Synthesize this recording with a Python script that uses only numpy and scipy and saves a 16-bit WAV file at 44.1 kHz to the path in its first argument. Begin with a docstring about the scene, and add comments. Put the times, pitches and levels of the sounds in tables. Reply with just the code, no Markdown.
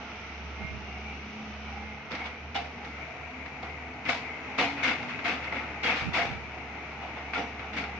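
"""Two diesel excavators work on the far side of an open earth pit, heard from the rim as the phone pans to them.
One runs steadily while the other speeds up and sags: their firing tones beat over a noisy clatter and thin whines.
Soil and stones crunch in short showers of noise grains that the pit walls smear; brief tones are struck stones,
and harder blows ring a steel bucket as fading tones. A light breeze, made of low noise, puffs on the microphone."""
import sys
import numpy as np
from scipy import signal
from scipy.fft import rfft, irfft
from scipy.io import wavfile
from scipy.ndimage import uniform_filter1d

SR = 44100
rng = np.random.default_rng(int(sys.argv[2]) if len(sys.argv) > 2 else 0)


def dump_mix(stems):
    """Bounce the given channels to the path in sys.argv[1] as a 16-bit WAV at rate SR."""
    frames = np.atleast_2d(stems).T  # one column per channel
    limited = np.clip(frames, -1, 1)  # hard clip at full scale
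    pcm = np.round(limited * 32767).astype(np.int16)
    wavfile.write(sys.argv[1], SR, pcm)


N = 352359
TIME = np.arange(N) / SR
FREQ = np.maximum(np.fft.rfftfreq(N, 1 / SR), 1)

# The steady excavator's engine: t/s, firing rate f/Hz, base exhaust level/dB
STEADY_ENGINE = [(0.0, 70.9, -53.5), (0.7, 71.16, -40.5), (1.35, 70.66, -50.5), (2.05, 71.9, -52.5),
                 (2.5, 70.02, -55), (4.0, 74.36, -50.5), (5.1, 73.88, -63.5), (5.6, 73.04, -56.5),
                 (7.99, 71.28, -52)]
# The engine that speeds up and sags with the load: t/s, firing rate f/Hz, base exhaust level/dB
WORKING_ENGINE = [(0.0, 67.3, -63), (0.35, 73.15, -58), (1.2, 72.36, -51), (1.9, 72.76, -48),
                  (2.25, 74.73, -54), (2.45, 76.24, -47.5), (2.95, 72.82, -50.5), (3.3, 78.67, -54),
                  (3.8, 74.44, -60), (4.3, 81.87, -57), (4.65, 72.28, -63), (4.88, 75.25, -53),
                  (5.0, 76.96, -56), (5.15, 76.12, -66), (5.28, 74.8, -58), (5.5, 73.18, -53),
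                  (6.2, 72.33, -54.5), (7.99, 71.5, -51.5)]
# Exhaust overtones: multiple of the firing rate, base level/dB
OVERTONES = [(2, -62.5), (3, -67.5), (6, -64), (7, -66), (9, -66.5), (12, -68)]
# A pipe tone that shifts under load: t/s, f/Hz, base level/dB
PIPE_TONE = [(0, 250, -54), (.5, 214.3, -64), (1.4, 214.5, -48), (1.9, 213, -56.5), (2.3, 230, -62),
             (2.88, 242, -55), (3.2, 250, -72), (3.35, 257, -46), (3.55, 259, -54), (3.8, 250, -51.5),
             (4.1, 249, -52.5), (4.45, 253, -59), (4.75, 284, -43.5), (4.92, 248, -48), (5.08, 245.4, -42),
             (5.25, 252, -63.5), (5.8, 247, -66), (6.7, 250, -73), (7.99, 206.6, -48.5)]
# Machinery din: t/s, base level/dB, bass boost/dB, hiss boost/dB
DIN = [(0, -41.5, -3.5, 3.5), (.7, -42.5, -1, 3), (1.7, -42.5, -1.5, 4.5), (2.05, -43.5, -4, 1),
       (2.5, -44, 0, 2.5), (3, -42, -0.5, 7), (4, -41.5, 1.5, 5.5), (4.5, -39, -1, 5.5),
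       (5.1, -38.5, 1, 6.5), (5.5, -37, -1, 3), (6.4, -41.5, 1, 6), (7.99, -41, 2, 5)]
# Colour of the din with the phone turned away: f/Hz, relative level/dB
DIN_AWAY = [(70, -6.5), (110, -2), (210, 11), (360, 0), (460, -0.5), (560, -8), (700, 3.5), (850, 1.5),
            (1020, -6), (1280, 2), (1750, -7.5), (2400, 2), (3600, -11), (4800, -19.5), (6100, -17.5),
            (7000, -43.5), (8400, -71.5)]
# Colour of the din with the phone facing the machines: f/Hz, relative level/dB
DIN_FACING = [(70, -23), (110, -3.5), (155, 0), (195, -6.5), (260, 0), (370, -4), (460, -2), (560, -5.5),
              (700, 2.5), (850, 3), (1020, -6), (1300, -2.5), (1750, -6.5), (2200, 5), (2700, -8.5),
              (3300, -22), (4800, -32.5), (6100, -35), (7000, -37.5), (8400, -70)]
# Engine panels that buzz in the din, each swelling on its own: f/Hz, width/Hz, swell/dB
PANELS = [(633, 51, 3), (730, 83, 2.5), (815, 90, 4.5), (1360, 120, 2), (2110, 270, 2.5), (2350, 170, 4)]
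# How far the phone faces the machines: t/s, share/0-1
FACING = [(0, 0.35), (1.6, 0.42), (2.4, 0.47), (3.2, 0.86), (7.99, 0.75)]
# Likeness of the two microphone ports: f/Hz, coherence/0-1
LIKENESS = [(60, 0.98), (250, 0.99), (500, 0.91), (1000, 0.85), (2000, 0.29), (4000, 0.015), (8000, 0)]
# Colour of the ports: f/Hz, left minus right turned away/dB, left minus right facing/dB
PORTS = [(60, -1, -1.5), (300, -0.5, 1), (570, -3.5, -5), (895, -3, 1), (1330, -5, -4), (1960, -8.5, 6.5),
         (2850, 5.5, 12.5), (3000, 9, 0), (5100, -13, -4.5), (6150, -13.5, 3), (8000, 0.5, 0.5)]
# Gusts on the microphone ports: t of the peak/s, base level/dB, swell and fade time/s
GUSTS = [(.68, -43.5, 0.13), (1.9, -57, 0.28), (5.15, -53, .2), (6.08, -32.5, 0.031), (6.3, -40.5, 0.098)]
# Single puffs of wind: t/s, starting level in the right port/dB, f/Hz
PUFFS = [(0.647, -26, 164), (0.77, -34, 118), (6.021, -26.5, 134), (6.074, -36, 125), (6.312, -26.5, 140)]
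# Short whines of the machinery: t/s, length/s, starting f/Hz, base level/dB
WHINES = [(0.038, 0.28, 2355, -50.5), (.5, 0.38, 2115, -52), (0.18, .42, 2100, -58), (0.6, 0.69, 2755, -55),
          (.78, 0.36, 2200, -53), (1.07, .2, 2580, -56), (1.7, 0.52, 2100, -50.5), (1.33, .45, 3008, -58.5)]
# Slips of soil and stones: t/s, base crunch level/dB, then thud, knock and grit over it/dB,
# attack/s, hold/s
CRUNCHES = [(2.105, -37.5, 0.5, 1, -12.5, .004, 0.041), (2.18, -38.5, -6.5, -2.5, -17, 0.0058, 0.043),
            (2.239, -38.5, -11, -5.5, -13.5, 0.0054, 0.019), (2.544, -31, -8, -6, -11.5, 0.005, .014),
            (2.835, -48, 6.5, -8, -8, 0.0051, 0.028), (3.621, -42.5, -0.5, 3, -13.5, .004, .035),
            (4.049, -31, -7.5, -14, -15.5, 0.0067, 0.014), (4.083, -29.5, -12.5, -0.5, -5.5, 0.0044, 0.026),
            (4.579, -25, -5, -3, -9, .004, 0.061), (4.764, -32.5, -11, -7.5, -19, 0.014, 0.053),
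            (4.828, -24.5, -13.5, -10, -12, 0.006, 0.034), (4.869, -27, -9.5, -7, -14.5, .006, 0.038),
            (5.076, -32, -16, -16, -17, 0.014, .0082), (5.239, -26.5, -6, -9.5, -13, 0.012, 0.083),
            (5.423, -34, -8, -13, -16.5, 0.0089, 0.0086), (5.525, -37.5, -7, -13, -14, 0.0044, .015),
            (5.544, -36.5, 0, -0.5, -15, 0.01, 0.023), (5.83, -26, -5, -12.5, -11.5, 0.005, 0.012),
            (5.86, -26, -10.5, -6, -14, 0.006, 0.08), (5.953, -29, -19, -8, -11, 0.014, 0.046),
            (6.129, -22, -5, -5, -11.5, 0.019, 0.057), (7.009, -39, -13, 4, -17, 0.014, 0.014),
            (7.158, -41, -8, 2, -19, 0.0036, 0.023), (7.33, -34, -4, -4, -11.5, 0.0068, 0.043),
            (7.361, -36.5, 4, 2, -13.5, 0.0085, 0.056), (7.59, -47, -16, 5.5, -18, 0.0089, 0.093),
            (7.728, -37, -2.5, -6, -14, 0.0069, 0.022), (7.762, -32, -5, -5.5, -10, 0.006, 0.028)]
# Broad colour of the soil: f/Hz, relative level/dB
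CRUNCH_COLOUR = [(80, -19.5), (140, -7), (270, 7.5), (390, -8.5), (490, 5.5), (570, -3), (735, 4),
                 (1050, 0.5), (1350, 5.5), (1750, 3.5), (2220, 9), (3200, -4), (4500, -17), (6200, -26),
                 (8400, -47.5), (11000, -65.5), (14900, -74)]
# Short resonances that every crunch rings: f/Hz, width/Hz, boost/dB
RINGS = [(750, 310, 4.5), (1357, 160, 1.5), (2150, 200, 1.5), (2580, 250, 2), (3500, 140, 4.5),
         (5800, 240, -0.5)]
# Dry clicks of lone pebbles: t/s, body base level/dB, bright edge base level/dB
CLICKS = [(2.117, -38, -39), (2.15, -37, -42), (2.26, -36.5, -45), (2.56, -31, -32.5), (2.847, -38, -50),
          (3.46, -36, -51), (3.628, -42, -47), (4.128, -30.5, -42), (4.895, -29.5, -49), (5.027, -36, -46),
          (5.095, -40.5, -54), (5.19, -32, -50), (5.441, -39, -50), (5.524, -35, -49), (5.593, -35, -51),
          (5.935, -35, -50), (5.972, -32, -44), (7.185, -40, -58), (7.334, -28, -43.5), (7.421, -49, -47),
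          (7.594, -35, -50), (7.839, -31.5, -46)]
# Hard strikes of steel on stone: t/s, base level/dB, f/Hz, second, quieter partial f/Hz, ring time/s
STRIKES = [(2.165, -38, 2215, 2140, .035), (2.204, -34, 2240, 2193, 0.032), (2.257, -38, 2180, 2160, 0.015),
           (2.553, -32, 715, 787, 0.067), (4.062, -28, 2040, 2360, 0.011),
           (4.091, -17.5, 2090, 2624, 0.0047), (4.588, -19, 2164, 2593, 0.007),
           (4.596, -21, 1925, 2310, 0.0073), (4.834, -27, 1770, 3630, 0.0069),
           (4.834, -35, 6200, 6350, 0.004), (4.847, -29, 1300, 2020, .006), (4.914, -26, 2260, 2640, .009),
           (5.318, -33, 739, 2270, .012), (5.523, -24, 2070, 865, 0.0072), (5.84, -25, 1766, 2170, 0.0049),
           (5.84, -31.5, 4500, 3500, 0.0081), (5.841, -34.5, 3290, 3260, 0.055),
           (6.146, -29, 2160, 2700, 0.0092), (6.17, -38, 3900, 4700, 0.01),
           (7.334, -28, 2290, 1390, 0.0038), (7.355, -27, 1390, 2265, 0.021),
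           (7.378, -54.5, 5730, 5800, 0.066), (7.392, -33.5, 795, 713, 0.045),
           (7.772, -31.5, 2110, 2270, 0.032)]
# Blows that ring a steel bucket: t/s, base level/dB, tilt/dB per octave, ring length/multiple of the modes' own
CLANGS = [(2.552, -35, 1.5, .75), (4.085, -34, -4.5, 1), (4.592, -35.5, 1, 1), (4.624, -35.5, -5, 1),
          (4.882, -40.5, 0, .8), (5.253, -38.5, -2, .8), (5.871, -40, -5, 1), (6.187, -29, -7.5, .8),
          (7.378, -34.5, -3, 1), (7.408, -40, -6.5, 1.3), (7.625, -40.5, -6, 1), (7.775, -34.5, -3, .8)]
# Modes of the bucket: f/Hz, relative level/dB, ring time/s
BUCKET_MODES = [(694, -2, 0.051), (726, -7.5, 0.049), (797, -6, 0.085), (932, -10, 0.06), (1350, -15, 0.04),
                (2150, -13.5, 0.04), (2950, -5, 0.05), (2930, -3.5, 0.018), (3200, -10, 0.017),
                (3470, -6, 0.02), (3760, -9.5, 0.036), (5000, -18, 0.015)]

# overtones follow this share of the exhaust's swing about its usual level
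OVERTONE_FOLLOW, USUAL_DB = 0.41, -52.5
STEADY_OVERTONES_DB, WORKING_OVERTONES_DB = -0.5, -6  # strength of each engine's overtones
CALM_DB = -68.5  # base level of the breeze between gusts
WHINE_RISE_HZ_PER_S = 70
SAG_DB_PER_S = 27  # a slip weakens while it runs
RELEASE_S = .054  # then dies away this fast
WALLS_DB, WALLS_S = -10, 0.097  # its echo off the pit walls: level and fade time
RING_SWELL_DB, RING_SWELLS_PER_S = 3.5, 30  # crunch rings come and go as the contact point moves
TOP_HZ = 14900  # the final low-pass cuts what lies above


def undb(db):
    """Turn decibels into gain."""
    return 10 ** (np.asarray(db) / 20)


def unit(x):
    """Scale to rms 1."""
    return x / np.sqrt(np.mean(x ** 2))


def curves(rows):
    """Read the columns of a time table at every sample."""
    s, *columns = np.transpose(rows)
    return [np.interp(TIME, s, column) for column in columns]


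def over_freq(points):
    """Read an (f/Hz, value) table at every frequency, on a log pitch scale."""
    hz, value = np.transpose(points)
    return np.interp(np.log(FREQ), np.log(hz), value)


def shape(x, gain):
    """Filter by a gain at every frequency."""
    return irfft(rfft(x) * gain, N)


def below(hz, order=8):
    """Gain that keeps the sound below a frequency."""
    return 1 / (1 + (FREQ / hz) ** order)


def walk(rate):
    """Random levels held for 1 / rate seconds and smoothed twice; their spread is near 1."""
    hold = int(SR / max(rate, .5))
    steps = np.repeat(rng.standard_normal(N // hold + 1), hold)[:N]
    return 1.23 * uniform_filter1d(uniform_filter1d(steps, hold), hold)


def spread(pair):
    """Two unrelated signals become left and right: alike in the bass, diffuse in the treble."""
    alike = np.clip(over_freq(LIKENESS), 0, .99)
    mid, side = shape(pair, np.sqrt([1 + alike, 1 - alike]))
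    return np.array([mid + side, mid - side])


def swelling(x, bands, rate):
    """Each resonance (f/Hz, width/Hz, swell/dB) swells and fades on its own."""
    spectrum = rfft(x)
    for hz, width, swell_db in bands:
        gain = unit(undb(swell_db * walk(rate)))
        band = irfft(spectrum * np.exp(-(2 * (FREQ - hz) / width) ** 2), N)
        x = x + band * (gain - 1)
    return x


def engine(rows):
    """Add up an engine's firings so far; also return its base exhaust level in dB."""
    hz, db = curves(rows)
    return np.cumsum(hz) / SR, db


def exhaust(engines, waver=0.07):
    """Each engine sounds a firing tone and wavering overtones, so the two beat; a pipe tone shifts above."""
    drift = np.array([walk(12), walk(2.2)])  # echoes off the walls reach each port differently
    out = 0
    for (firings, level_db), overtone_db in zip(engines, (STEADY_OVERTONES_DB, WORKING_OVERTONES_DB)):
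        firing_gain = undb(level_db + 0.1 + 1.0 * walk(15.0))
        out += firing_gain * np.sin(2 * np.pi * firings + waver * drift)
        effort_db = overtone_db + OVERTONE_FOLLOW * (level_db - USUAL_DB)
        for multiple, db in OVERTONES:
            gain = undb(db + effort_db + 3.55 * walk(5.2))
            out += gain * np.sin(2 * np.pi * multiple * firings + 1.0 * walk(11))
    pipe_hz, pipe_db = curves(PIPE_TONE)
    pipe_phase = 2 * np.pi * np.cumsum(pipe_hz) / SR + .5 * walk(14)
    out += undb(pipe_db + 1.8 * walk(13)) * np.sin(pipe_phase)
    return np.sqrt(2) * out


def clatter(firings, repeat, throb, firings_per_cycle=4):
    """Valves and injectors repeat every four firings; combustion noise swells with each firing."""
    size = int(firings_per_cycle * N / firings[-1])
    cycle = rng.standard_normal((2, size))
    place = (firings / firings_per_cycle % 1 * size).astype(int)
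    gas = rng.standard_normal((2, N)) * (1 + throb * np.cos(2 * np.pi * firings))
    return unit(gas) + repeat * cycle[:, place]


def machinery(steady, working, bounce=0.074, bounce_s=0.0055, bounce_drift=0.00038):
    """Both engines' clatter crosses the pit; its colour turns with the phone."""
    level_db, bass_db, hiss_db = curves(DIN)
    facing = np.clip(curves(FACING)[0], 0, 1)
    both = clatter(steady, repeat=0.42, throb=0.074) + clatter(working, repeat=0.9, throb=0.053)
    both = spread(both)
    # the bounce off the ground combs the din, and the comb slides as the phone moves
    late = TIME - bounce_s + bounce_drift * TIME
    both = both + bounce * np.array([np.interp(late, TIME, port) for port in both])
    away, ahead = (unit(shape(both, undb(over_freq(colour)))) for colour in (DIN_AWAY, DIN_FACING))
    din = swelling((1 - facing) * away + facing * ahead, PANELS, 14)
    bass, hiss = shape(din, below(380)), shape(din, 1 - below(3550))
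    middle = (din - bass - hiss) * undb(0.56 * walk(20))
    din = middle + bass * undb(bass_db + 1.2 * walk(18)) + hiss * undb(hiss_db)
    rumble = unit(shape(both, below(100) * (1 - below(80, order=6))))
    return din * undb(level_db + 0.46) + undb(-63.0) * rumble


def wind(decay_s=0.0089, left_db=-11):
    """The breeze flutters in each port on its own, mostly the right one; puffs bump it."""
    breeze = undb(CALM_DB) + sum(undb(db) * np.exp(-np.abs(TIME - s) / fade) for s, db, fade in GUSTS)
    low_band = below(220, order=3) * (1 - below(72, order=6))
    eddies = unit(shape(rng.standard_normal((2, N)), low_band))
    out = eddies * breeze * undb(3.8 * walk(30))
    t = TIME[:SR // 10]
    for s, db, hz in PUFFS:
        start = int(s * SR)
        out[:, start:start + len(t)] -= undb(db) * np.sin(2 * np.pi * hz * t) * np.exp(-t / decay_s)
    return out * undb([[left_db], [0]])


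def whine(flutter=0.45):
    """Thin high tones swell, glide upwards and fade, broken up on their way across the pit."""
    out = np.zeros((2, N))
    flicker = undb(4.9 * np.array([walk(14), walk(11)]))
    wander = flutter * np.array([walk(35), walk(39)])
    for s, length, hz, db in WHINES:
        t = TIME[:int(length * SR)]
        start = max(int(s * SR), 0)
        span = slice(start, start + len(t))
        phase = 2 * np.pi * (hz + WHINE_RISE_HZ_PER_S * t / 2) * t
        swell = np.sin(np.pi * t / length)
        out[:, span] += undb(db) * swell * flicker[:, span] * np.sin(phase + wander[:, span])
    return out


def crunch_colour():
    """Broad colour of the soil with its narrow resonances on top, as a gain."""
    peaks_db = sum(db / (1 + (2 * (FREQ - hz) / width) ** 2) for hz, width, db in RINGS)
    return undb(over_freq(CRUNCH_COLOUR) + peaks_db)


def lumps(per_s=70, lump_db=-4, lump_s=0.019, rise_s=.0015):
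    """Clods land at random within a shower: each is a quick surge that dies at once; mean power 1."""
    landings = (rng.random(N) < per_s / SR) * rng.uniform(0.33, 1, N)
    poles = np.exp(-1 / (np.array([lump_s, rise_s]) * SR))
    surge = signal.lfilter([1], np.poly(poles), landings)
    return unit(np.sqrt(1 + undb(lump_db) ** 2 * surge / np.mean(surge)))


def crunches(scatter_db=1.5, density=.35, shower_db=-3.5):
    """Slips are showers of grains: grit cracks first, the heavy thud builds later, the walls add a tail."""
    sizes = undb(scatter_db * np.minimum(rng.exponential(size=N), 3.5)) * (rng.random(N) < density)
    grains = spread(sizes * rng.standard_normal((2, N)))
    colour = crunch_colour()
    thud, knock, crunch = below(460), below(1155), below(3990)
    # from thud up to grit: (gain, slowness of the rise)
    bands = [(thud, 3), (knock - thud, 1.5), (crunch - knock, 1), (1 - crunch, .8)]
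    power = np.zeros((len(bands), N))
    for s, db, thud_db, knock_db, grit_db, attack, hold in CRUNCHES:
        start = int(s * SR)
        t = TIME[:min(SR // 2, N - start)]
        after = np.maximum(t - hold, 0)
        fall = np.exp(-2 * after / RELEASE_S) + undb(WALLS_DB) ** 2 * np.exp(-2 * after / WALLS_S)
        fall = fall * undb(-SAG_DB_PER_S * np.minimum(t, hold)) ** 2
        for k, band_db in enumerate(db + np.array([thud_db, knock_db, 0, grit_db])):
            swell = 1 - np.exp(-t / (attack * bands[k][1]))
            power[k, start:start + len(t)] += undb(band_db) ** 2 * fall * swell ** 2
    shower = sum(unit(shape(grains, colour * gain)) * np.sqrt(p) for (gain, _), p in zip(bands, power))
    ring_bands = [(hz, width, RING_SWELL_DB) for hz, width, _ in RINGS]
    shower = swelling(shower, ring_bands, RING_SWELLS_PER_S)
    return shower * undb(shower_db) * lumps()


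def stones(ring_db=-12, ring_s=0.031, count=8):
    """In each crunch a few stones are struck and ring briefly, each at its own pitch."""
    out = np.zeros((2, N + SR))
    t = TIME[:SR // 6]
    for s, slip_db, _, knock_db, grit_db, attack, hold in CRUNCHES:
        levels = slip_db + np.array([knock_db, 0, grit_db])
        for pitch, when, side in rng.random((count, 3)):
            hz = 650 * 8.5 ** pitch
            db = np.interp(hz, [800, 2300, 3500], levels)
            start = int((s + attack + when * (hold + RELEASE_S / 2)) * SR)
            ring = undb(db + ring_db) * np.sin(2 * np.pi * hz * t) * np.exp(-t / ring_s)
            pan = np.sqrt([2 * side, 2 - 2 * side])
            out[:, start:start + len(t)] += np.outer(pan, ring)
    return shape(out[:, :N], below(6500, order=12))


def clicks(decay_s=0.0051, tail_db=-12, tail_s=0.052, bright_hz=2900, rise_s=0.00089):
    """A lone pebble knocks the heap: a dry crack with little above 6.5 kHz, and a short fading tail."""
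    body, edge = np.zeros((2, N))
    t = TIME[:SR // 8]
    fall = np.exp(-t / decay_s) + undb(tail_db) * np.exp(-t / tail_s)
    fall = fall * (1 - np.exp(-t / rise_s))
    for s, body_db, edge_db in CLICKS:
        span = slice(int(s * SR), int(s * SR) + len(t))
        body[span] += undb(body_db) * fall
        edge[span] += undb(edge_db) * fall
    noise = shape(spread(rng.standard_normal((2, N))), crunch_colour() * (1 - below(600)))
    low = unit(shape(noise, below(bright_hz)))
    high = unit(shape(noise, (1 - below(bright_hz)) ** 4))
    return shape(body * low + edge * high, below(6500, order=12))


def strikes(second_db=-3, crack_db=-7, crack_s=0.0048):
    """A hard contact cracks and rings two partials, which reach each port with their own phase."""
    out = np.zeros((2, N))
    t = TIME[:SR // 6]
    onset = 1 - np.exp(-t / 0.0014)
    crack = unit(shape(spread(rng.standard_normal((2, N))), crunch_colour()))
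    for s, db, hz, second_hz, ring_s in STRIKES:
        span = slice(int(s * SR), int(s * SR) + len(t))
        turn = 1.14 * rng.standard_normal((2, 2, 1))  # radians, by partial and port
        ring = np.sin(2 * np.pi * hz * t + turn[0])
        ring = ring + undb(second_db) * np.sin(2 * np.pi * second_hz * t + turn[1])
        snap = undb(crack_db) * crack[:, span] * np.exp(-t / crack_s)
        out[:, span] += undb(db) * onset * (ring * np.exp(-t / ring_s) + snap)
    return out


def bucket(scatter_db=3.0, split_hz=6, twin_db=-8, port_turn=0.36, contact_s=0.0025):
    """Blows ring the same steel modes as close pairs; the landing spot changes their balance, soil damps them."""
    out = np.zeros((2, N + SR))
    t = TIME[:SR // 2]
    onset = 1 - np.exp(-t / contact_s)
    for s, blow_db, tilt_db, length in CLANGS:
        start = int(s * SR)
        for hz, db, ring_s in BUCKET_MODES:
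            size, split, phase, left, right = rng.standard_normal(5)
            angle = 2 * np.pi * (hz * t + phase) + port_turn * np.array([[left], [right]])
            twin = np.sin(angle + 2 * np.pi * split_hz * split * t + np.pi / 2)
            pair = np.sin(angle) + undb(twin_db) * twin
            octaves = np.log2(hz / BUCKET_MODES[0][0])
            gain = undb(blow_db + db + tilt_db * octaves + scatter_db * size)
            out[:, start:start + len(t)] += gain * pair * np.exp(-t / (ring_s * length)) * onset
    return out[:, :N]


def scene():
    """Engines, digging and the breeze together."""
    steady, working = engine(STEADY_ENGINE), engine(WORKING_ENGINE)
    engines = exhaust([steady, working]) + machinery(steady[0], working[0])
    breeze = wind()
    whines = whine()
    digging = crunches() + stones() + clicks() + strikes() + bucket()
    return engines + breeze + whines + digging


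def record(dry, fade_s=0.00083):
    """The ports' colours change as the phone turns; both ends fade and the top is cut."""
    facing = np.clip(curves(FACING)[0], 0, 1)
    sides = np.array([[.5], [-.5]])  # left and right share each difference
    hz, *balances = np.transpose(PORTS)
    dry = dry * np.minimum(np.minimum(TIME, TIME[::-1]) / fade_s, 1)
    away, ahead = (shape(dry, undb(sides * over_freq(np.c_[hz, db]))) for db in balances)
    turned = (1 - facing) * away + facing * ahead
    top_cut = signal.ellip(8, .2, 70, TOP_HZ, fs=SR, output="sos")
    return signal.sosfilt(top_cut, turned)


dry = scene()
out = record(dry)
dump_mix(out)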